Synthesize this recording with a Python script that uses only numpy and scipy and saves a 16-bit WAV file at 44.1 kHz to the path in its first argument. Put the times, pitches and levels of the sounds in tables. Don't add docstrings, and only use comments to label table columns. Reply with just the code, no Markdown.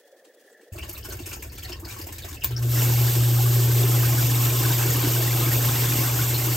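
import sys
import numpy as np
from scipy import signal
from scipy.fft import rfft, irfft, next_fast_len
from scipy.io import wavfile
from scipy.ndimage import map_coordinates

SR = 44100
rng = np.random.default_rng(int(sys.argv[2]) if len(sys.argv) > 2 else 0)


def transcribe(u):
    v = np.clip(np.atleast_2d(u).T, -1, 1)
    q = np.round(v * 32767).astype(np.int16)
    wavfile.write(sys.argv[1], SR, q)


N = 289296
TIME = np.arange(N) / SR
INFLOW_START, INFLOW_RISE_S = .72, .0039
JET_START, JET_BUILD_S = 2.547, .23
INFLOW_WIDTH = 4.9
BUBBLE = dict(cycles=6.6, spread_s=.0038, scatter=.059)


def amp(db):
    return 10 ** (np.asarray(db) / 20)


def evened(x):
    return x / np.sqrt(np.mean(x ** 2) + 1e-20)


def read(points, hz):
    f, value = np.transpose(points)
    return np.interp(np.log(hz + 1), np.log(f + 1), value)


def level(rows):
    return np.interp(TIME, *np.transpose(rows))


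def add(mix, s, sound):
    part = mix[max(round(s * SR), 0):][:len(sound)]
    part += sound[:len(part)]


def onset(start, rise_s):
    return np.clip((TIME - start) / rise_s, 0, 1)


def chance_times(per_s):
    return rng.uniform(INFLOW_START, N / SR, round(per_s * (N / SR - INFLOW_START)))


def wander(hz):
    size = next_fast_len(N)
    f = np.fft.rfftfreq(size, 1 / SR)
    spectrum = rfft(rng.standard_normal(size)) / (1 + (f / hz) ** 4)
    return evened(irfft(spectrum)[:N])


def colour(x, points, modes=(), size=4096):
    hz = abs(np.fft.fftfreq(size, 1 / SR))
    db = read(points, hz) + sum(lift / (1 + (2 * (hz - f) / width) ** 2) for f, width, lift in modes)
    taps = np.fft.ifft(np.exp(np.conj(signal.hilbert(np.log(amp(db)))))).real
    return signal.oaconvolve(x, taps / np.linalg.norm(taps))[:len(x)]


def mottle(x, depth_db, patch_s=.03, patch_octaves=.2493):
    hz, t, z = signal.stft(x, SR, nperseg=512, noverlap=384)
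    places = np.meshgrid(np.log2(1 + hz / 500) / patch_octaves, t / patch_s, indexing="ij")
    field = evened(map_coordinates(rng.standard_normal((64, 512)), places, order=1, mode="wrap"))
    gain = amp(depth_db * field / (1 + hz[:, None] / 5000))
    gain = gain / np.sqrt(np.mean(gain ** 2, 1, keepdims=True))
    return signal.istft(z * gain, SR, nperseg=512, noverlap=384)[1][..., :N]


def resonate(x, hz, width):
    turn = np.exp(2j * np.pi * np.cumsum(hz) / SR)
    r = np.exp(-np.pi * width / SR)
    return 2 * (turn * signal.lfilter([1 - r], [1, -r], x / turn)).real


def droplets(count, per_s, spread_db):
    size = amp(spread_db * np.minimum(rng.exponential(1, count), 4))
    sign = rng.choice([-1, 1], count)
    return evened(size * sign * (rng.random(count) < per_s / SR))


def plink(hz, cycles, rise=.034):
    age = np.arange(SR // 16) / SR / min(cycles / hz, .01)
    pitch = hz * (1 + rise * (np.minimum(age, 2) - 1 / 2))
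    return (1 - np.exp(-3 * age)) * np.exp(-age) * np.sin(2 * np.pi * np.cumsum(pitch) / SR)


def cluster(hz, cycles, spread_s, scatter, count=11):
    out = np.zeros(SR // 8)
    delays, shifts = rng.gamma(2, 1, count), rng.standard_normal(count)
    for late, shift, size in zip(delays, shifts, rng.uniform(-.93, 1, count)):
        add(out, late * spread_s, size * plink(hz * np.exp(scatter * shift), cycles))
    return out / np.sqrt(np.sum(out ** 2) / (.01 * SR))


def froth(per_s, cycles, spread_db, count=24):
    out = np.zeros(N)
    for hz in np.geomspace(450, 8000, count):
        ring = evened(plink(hz * rng.uniform(.96, 1.04), cycles))
        hits = droplets(N, per_s / count * np.sqrt(hz / 2000), spread_db)
        out += signal.oaconvolve(hits, ring)[:N] * (hz / 2000) ** (1 / 4)
    return evened(out)


# f/Hz, likeness (0-1)
STEREO_LIKENESS = [(300, 1), (480, .2), (750, 0), (1300, .55), (2500, .75), (3700, .35), (4500, .6),
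                   (7000, .8), (8500, .55), (9300, 1), (10700, 1), (11500, .8), (15500, .75)]
# f/Hz, decay/s
ECHO_DECAY = [(200, 0.21), (1000, 0.089), (2600, 0.13), (7000, 0.093), (15000, 0.1)]


def pit(x, wet_db, width=1, size=16384):
    taps = rng.standard_normal((2, size)) * (rng.random((2, size)) < 1 / 2)
    hz, t, z = signal.stft(taps, SR, nperseg=256)
    same = np.clip(read(STEREO_LIKENESS, hz), 0, 1)[:, None] ** abs(width)
    z[1] = same * z[0] + np.sqrt(1 - same ** 2) * z[1]
    z *= np.exp(-np.log(1000) * t / read(ECHO_DECAY, hz)[:, None])
    tail = signal.istft(z, SR, nperseg=256)[1]
    paths = amp(wet_db) * tail / np.linalg.norm(tail[0])
    paths[:, 0] += 1
    return signal.oaconvolve(x[None], paths / np.linalg.norm(paths[0]), axes=1)[:, :N]


# f/Hz, phase/radians
STEREO_PHASE = [(50, .08), (120, .12), (400, .1), (700, .85), (1400, 0), (7900, 0), (8700, -1.3),
                (9200, -3.0), (10800, -3.2), (11500, -4.4), (12900, -6.2), (14200, -6.4), (15000, -7.9),
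                (15800, -8.9)]
# f/Hz, level/dB
STEREO_BALANCE = [(100, .5), (450, -.8), (750, 1.6), (1050, 3), (1500, .4), (6000, .5), (9000, 0)]


def stereo_offsets(x):
    size = next_fast_len(N + SR // 4)
    hz = np.fft.rfftfreq(size, 1 / SR)
    half = amp(read(STEREO_BALANCE, hz) / 2) * np.exp(1j * read(STEREO_PHASE, hz) / 2)
    return irfft(rfft(x, size) * np.array([half, 1 / half]), size)[:, :N]


# f/Hz, level/dB
AIR_SPECTRUM = [(100, -38), (200, -17), (330, -5), (600, -6), (750, -9), (1000, -23.5), (1400, -21.5),
                (2500, -26), (4500, -36), (12000, -82), (15500, -20)]
# f/Hz, width/Hz, lift/dB
AIR_RESONANCES = [(500, 270, 9.6), (1725, 300, 17.5), (1924, 260, 11), (3380, 200, 18)]


def basement():
    air = amp(-56.5) * colour(rng.standard_normal(N), AIR_SPECTRUM, AIR_RESONANCES)
    flutter = wander(hz=40)
    drips = amp(-70) * colour(droplets(N, per_s=900, spread_db=2.5) * amp(3 * flutter), WATER_SPECTRUM)
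    hiss_shape = [(500, -37), (3000, -5), (6000, -4), (14000, -15)]
    hiss = np.array([colour(side, hiss_shape) for side in rng.standard_normal((2, N))])
    return mottle(air, depth_db=4.0, patch_s=.02) + drips + amp(-67.5 + 2.5 * flutter) * hiss


# f/Hz, level/dB
SHAFT_SPECTRUM = [(15, -33), (30, -15), (50, -2.5), (80, 5.5), (120, -4.5), (160, -17.5), (220, -18),
                  (500, -81)]


def shaft():
    db = -39 - 0.5 * (TIME - INFLOW_START)
    gain = amp(db) * onset(INFLOW_START, INFLOW_RISE_S)
    return gain * evened(colour(rng.standard_normal(N), SHAFT_SPECTRUM))


# middle t/s, time from the middle to 1/e of the depth/s, depth level/dB
STREAM_LULLS = [(1.495, 0.056, -3.5), (1.792, 0.035, -4.5), (2.377, .025, -4)]


def flow_db(s):
    return sum(db * np.exp(-((s - middle) / half) ** 2) for middle, half, db in STREAM_LULLS)


# f/Hz, level/dB
WATER_SPECTRUM = [(60, -20), (130, -26), (200, 4), (300, 13), (360, 7), (480, -18), (800, 1), (1800, -1.5),
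                  (2800, 2.5), (3700, -3), (5000, -1.5), (8000, 4.5), (12000, 5), (15500, 3)]
# f/Hz, width/Hz, lift/dB
WATER_COLOUR = [(555, 29, 10.5), (664, 51, -16.5), (772, 98, 6.5), (1070, 54, 8), (1246, 54, -11),
                (1350, 140, 3), (2750, 89, 3), (5270, 70, 7), (8980, 750, 11), (9810, 910, -62),
                (10900, 1800, 6.5)]


def inflow():
    clumps = wander(hz=23.2)
    drops = droplets(N, per_s=700, spread_db=6.0) * amp(2.6 * clumps)
    patter = amp(-43.5) * evened(colour(drops, WATER_SPECTRUM, WATER_COLOUR))
    plinks = amp(-50) * evened(froth(per_s=400, cycles=5, spread_db=3) * amp(2 * clumps))
    stream = mottle(patter + plinks, depth_db=3.5)
    stream = stream * amp(flow_db(TIME)) * onset(INFLOW_START, INFLOW_RISE_S)
    return pit(stream, wet_db=6, width=INFLOW_WIDTH)


# t/s, whole level/dB, body (low part) level/dB, fizz (treble) level/dB
MAIN_BURSTS = [(.246, -53, -5, -19), (.402, -60, -11, -11), (.611, -55, -14, -13), (.783, -40, -9, 0),
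               (.826, -36, -1, -24), (.891, -29, -2, 5), (.927, -31.5, -12, 16), (.976, -34.5, -20, 4),
               (1.046, -33, 0, -1), (1.086, -37, 0, 11), (1.121, -30.5, 0, -1), (1.187, -39, 0, -16),
               (1.258, -30, -15, -1), (1.288, -34, -9, 2), (1.317, -36, 1, -25), (1.327, -30, -8, -4),
               (1.424, -31, -14, -1), (1.523, -39, -13, 0), (1.581, -40, -8, 2), (1.629, -33.5, -22, -2),
               (1.691, -34, -13, -4), (1.799, -37.5, 0, 8), (1.85, -38, -3, -4), (1.906, -35.5, -8, 1),
               (1.934, -38, -15, -3), (1.964, -38, 3, 0), (1.982, -35, -12, 4), (2.013, -33, -15, 6),
               (2.067, -32.5, -2, 4), (2.123, -31.5, -6, 2), (2.182, -33.5, -22, -2),
               (2.245, -32.5, -10, -4), (2.283, -33, -15, 3), (2.342, -41, -2, -9), (2.435, -22, -7, -2),
               (2.625, -28.5, -1, 0)]


def noisy_bursts(count=9, size=3):
    spots, t = np.zeros((size, N)), np.arange(SR // 8) / SR
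    # whole, body and fizz levels, then their spreads in dB.
    small = [(s, *rng.normal([-37.5 + flow_db(s), -7.5, -9], [2, 6, 5])) for s in chance_times(per_s=5.3)]
    for k, (s, db, body_db, fizz_db) in enumerate(MAIN_BURSTS + small):
        age = t / rng.uniform(.0036, .0062)
        cloud = droplets(len(t), per_s=5000, spread_db=2.3) * age ** 1.4 * np.exp(-age)
        spit_db = 1.5 + 0.41 * fizz_db
        tilt = [(150, body_db - 13.0), (400, body_db + 7.5), (850, body_db + 3.5), (1900, 0), (4000, 0),
                (5500, spit_db), (8500, spit_db), (12000, fizz_db)]
        pitches = np.geomspace(700, 8000, count) * rng.uniform(.9, 1.1, count)
        dents = [(hz, hz / 6, rng.normal(0, 2.8)) for hz in pitches]
        add(spots[k % size], s - .002, amp(db) * colour(cloud, tilt, dents))
    coloured = [amp(6.5) * colour(spot, WATER_SPECTRUM, WATER_COLOUR) for spot in spots]
    return sum(pit(spot, wet_db=-0.5, width=INFLOW_WIDTH) for spot in coloured)


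# t/s, pitch f/Hz, relative level/dB
AIR_POCKETS = [(.51, 7900, -61), (.780, 2650, -39), (0.822, 2960, -40), (.965, 2500, -45.5),
               (1.049, 1450, -46), (1.101, 4540, -46), (1.184, 2600, -48), (1.313, 2480, -41),
               (1.419, 2200, -41.5), (1.622, 3020, -45), (1.645, 1900, -43), (1.645, 4260, -42.5),
               (1.717, 2870, -38.5), (1.718, 5100, -38.5), (1.847, 4620, -43), (1.867, 1440, -47),
               (1.9, 2350, -45), (2.012, 4830, -43.5), (2.216, 4100, -42.5), (2.368, 2720, -46),
               (2.418, 2850, -37), (2.564, 5350, -33.5), (3.075, 1680, -37.5), (3.382, 840, -37),
               (4.177, 1550, -33), (4.657, 1070, -37), (4.897, 6560, -31), (5.671, 997, -35),
               (6.182, 1430, -33), (6.34, 4000, -32)]


def bubbles():
    out = np.zeros(N)
    low_hz, high_hz = 908, 5470
    strays = [(s, low_hz * (high_hz / low_hz) ** rng.random(), -52.5 + flow_db(s))
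              for s in chance_times(per_s=36)]
    for s, hz, db in AIR_POCKETS + strays:
        add(out, s, amp(db) * cluster(hz, **BUBBLE))
    return amp(2.0) * pit(out, wet_db=-1.5, width=INFLOW_WIDTH)


# t/s, plop f/Hz, plop level/dB, boom f/Hz, boom level/dB
BIG_GULPS = [(.742, 660, -41, 340, -37.5), (.781, 680, -42, 337, -46), (.826, 620, -47, 340, -43),
             (0.885, 855, -40, 334, -37), (1.081, 655, -41, 342, -35), (1.113, 610, -46, 352, -47),
             (1.143, 710, -43.5, 353, -38.5), (1.198, 630, -43, 338, -31.5), (1.266, 626, -51, 333, -38),
             (1.365, 905, -41, 327, -45), (1.424, 930, -46, 340, -51), (1.69, 676, -40, 352, -36),
             (1.715, 900, -46, 340, -40), (1.825, 1030, -43, 324, -35), (1.856, 775, -40, 322, -37),
             (1.961, 1010, -35.5, 345, -42), (1.992, 1070, -46, 330, -36.5), (2.065, 695, -39, 350, -47),
             (2.241, 734, -36.5, 383, -40), (2.503, 900, -39, 400, -37), (2.889, 890, -27, 318, -31),
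             (3.453, 1050, -29, 400, -43), (3.83, 725, -39, 393, -24), (4.139, 800, -49, 313, -27),
             (4.36, 1055, -35, 320, -39), (5.03, 1120, -32, 286, -18), (5.751, 895, -27.5, 312, -40),
             (5.949, 705, -39, 305, -28), (6.465, 1090, -26.5, 328, -25)]


def gulps():
    plops, booms = np.zeros((2, N))
    strays = [(s, rng.uniform(550, 1400), -48.5, rng.uniform(280, 440), -42)
              for s in chance_times(per_s=5.1) if s > JET_START + JET_BUILD_S]
    for s, plop_hz, plop_db, boom_hz, boom_db in BIG_GULPS + strays:
        plop = cluster(plop_hz, cycles=3.04, spread_s=.003, scatter=.1)
        boom = cluster(boom_hz, cycles=4.2, spread_s=.00293, scatter=.038, count=2)
        add(plops, s, amp(plop_db) * plop)
        add(booms, s, amp(boom_db) * boom)
    return amp(-3.0) * (pit(plops, wet_db=-1.5) + booms)


# t/s, pitch f/Hz, relative level/dB
POOL_CHURN = [(2.9, 325, -38), (3.3, 345, -41), (3.85, 358, -36.5), (4.2, 315, -38.5), (5.15, 311, -35.5),
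              (6.5, 308, -38.5)]


def churn(width=160):
    s, hz, db = np.transpose(POOL_CHURN)
    centre = np.interp(TIME, s, hz) + 15 * wander(hz=2.2)
    pumped = amp(np.interp(TIME, s, db)) * onset(start=2.524, rise_s=.16)
    stirred = amp(-57) * onset(INFLOW_START, INFLOW_RISE_S)
    gain = np.hypot(stirred, pumped)
    drops = droplets(N, per_s=400, spread_db=3.0)
    gurgle = evened(resonate(resonate(drops, centre, width), centre, width))
    return gain * amp(1.46 * wander(hz=17.0)) * gurgle


# t/s, relative level/dB
CONTACT_HITS = [(2.4452, -4), (2.4503, -15), (2.4562, -21)]
# f/Hz, relative level/dB, time to fall by 60 dB/s
CONTACT_RING = [(14720, 4, 0.013), (14730, 0, 0.0086), (13800, -10, 0.0076), (12100, -15, 0.0025),
                (8700, -14.5, 0.0042)]


def float_switch():
    out, t = np.zeros(N), np.arange(SR // 16) / SR
    ring = sum(amp(db) * np.exp(-np.log(1000) * t / t60) * np.sin(2 * np.pi * hz * t)
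               for hz, db, t60 in CONTACT_RING)
    ring = ring / abs(ring).max()
    crack = amp(-15) * rng.standard_normal(len(t)) * np.exp(-t / .00072)
    for s, db in CONTACT_HITS:
        add(out, s, amp(db) * (ring + crack))
    return pit(out, wet_db=-4)


# t/s, level/dB
JET_STRENGTH = [(2.87, -32), (3.2, -36), (3.5, -36), (3.8, -33.5), (4.7, -31), (5.2, -31), (6.05, -31),
                (6.42, -33)]


def jet_swing_db():
    return level(JET_STRENGTH) + 33


def gargle(count=3):
    spots = np.zeros((count, N))
    low_hz, high_hz = 551.6, 2404
    for k, s in enumerate(chance_times(per_s=60)):
        hz = low_hz * (high_hz / low_hz) ** rng.random()
        add(spots[k % count], s, amp(rng.normal(-41.5, 2)) * cluster(hz, **BUBBLE, count=4))
    gain = onset(JET_START, JET_BUILD_S) ** 2 * amp(1.18 * jet_swing_db())
    return sum(pit(spot * gain, wet_db=0.5) for spot in spots)


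# f/Hz, level/dB
SPRAY_SPECTRUM = [(60, -16), (145, 21), (200, -8.5), (280, 12.5), (450, 3.5), (650, 1.5), (850, 3.5),
                  (2000, -2.7), (3000, 3.1), (3800, -1.8), (5300, -5.5), (8000, 0.5), (12500, 4.5),
                  (15500, 2.5)]


def jet(count=5):
    out = np.zeros((2, N))
    swing_db = jet_swing_db()
    splash_gain = onset(JET_START + .026, JET_BUILD_S) ** 2 * amp(-34 + 1.18 * swing_db)
    fizz_gain = onset(JET_START, JET_BUILD_S) ** 2 * amp(-28 + 0.42 * swing_db)
    splash_shape = [(2000, 2), (4000, -4.5), (9000, -6.0), (16000, -10.5)]
    fizz_shape = [(800, -19.0), (2500, -8.0), (5000, 4.0), (16000, 0.5)]
    for spot in range(count):
        surge = wander(hz=32.8)
        heavy = droplets(N, per_s=600, spread_db=3.5) * amp(2 * surge)
        fine = droplets(N, per_s=4000, spread_db=0.5) * amp(2 * surge)
        splash = colour(evened(heavy), splash_shape) * splash_gain * amp(-2.13)
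        fizz = colour(evened(fine), fizz_shape) * fizz_gain * amp(3.5)
        out += pit(colour(splash + fizz, SPRAY_SPECTRUM, WATER_COLOUR), wet_db=2)
    plinks = amp(-5.5) * splash_gain * froth(per_s=700, cycles=7, spread_db=3.2)
    return mottle(out / np.sqrt(count), depth_db=1.7) + pit(plinks, wet_db=-7.5)


# t/s, level/dB
HUM_LEVEL = [(2.5, -24.5), (2.58, -26.5), (2.65, -19), (2.89, -19), (3.04, -16.5), (3.13, -22),
             (3.18, -16.5), (3.86, -17), (5.13, -22), (5.17, -20.5), (6.5, -23)]
# multiple of the hum pitch, relative level/dB
HUM_TONES = [(1, -2), (2, -36), (3, -29.5), (4, -49), (5, -35.5), (6, -41)]


def motor():
    turn = 2 * np.pi * 119.92 * TIME
    hum = sum(amp(db) * np.cos(round(k) * turn + 2 * np.pi * rng.random()) for k, db in HUM_TONES)
    flutter_db = 0.41 * wander(hz=12)
    return np.sqrt(2) * hum * onset(start=2.46, rise_s=.065) * amp(level(HUM_LEVEL) + flutter_db)


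def scene():
    water = inflow() + noisy_bursts() + bubbles() + gulps() + jet() + gargle() + churn() + shaft()
    return basement() + stereo_offsets(water + float_switch() + motor())


def record(dry):
    taps = signal.firwin(511, 15900, window=("kaiser", 9), fs=SR)
    return signal.oaconvolve(dry, taps[None], "same", axes=1)


dry = scene()
out = record(dry)
transcribe(out)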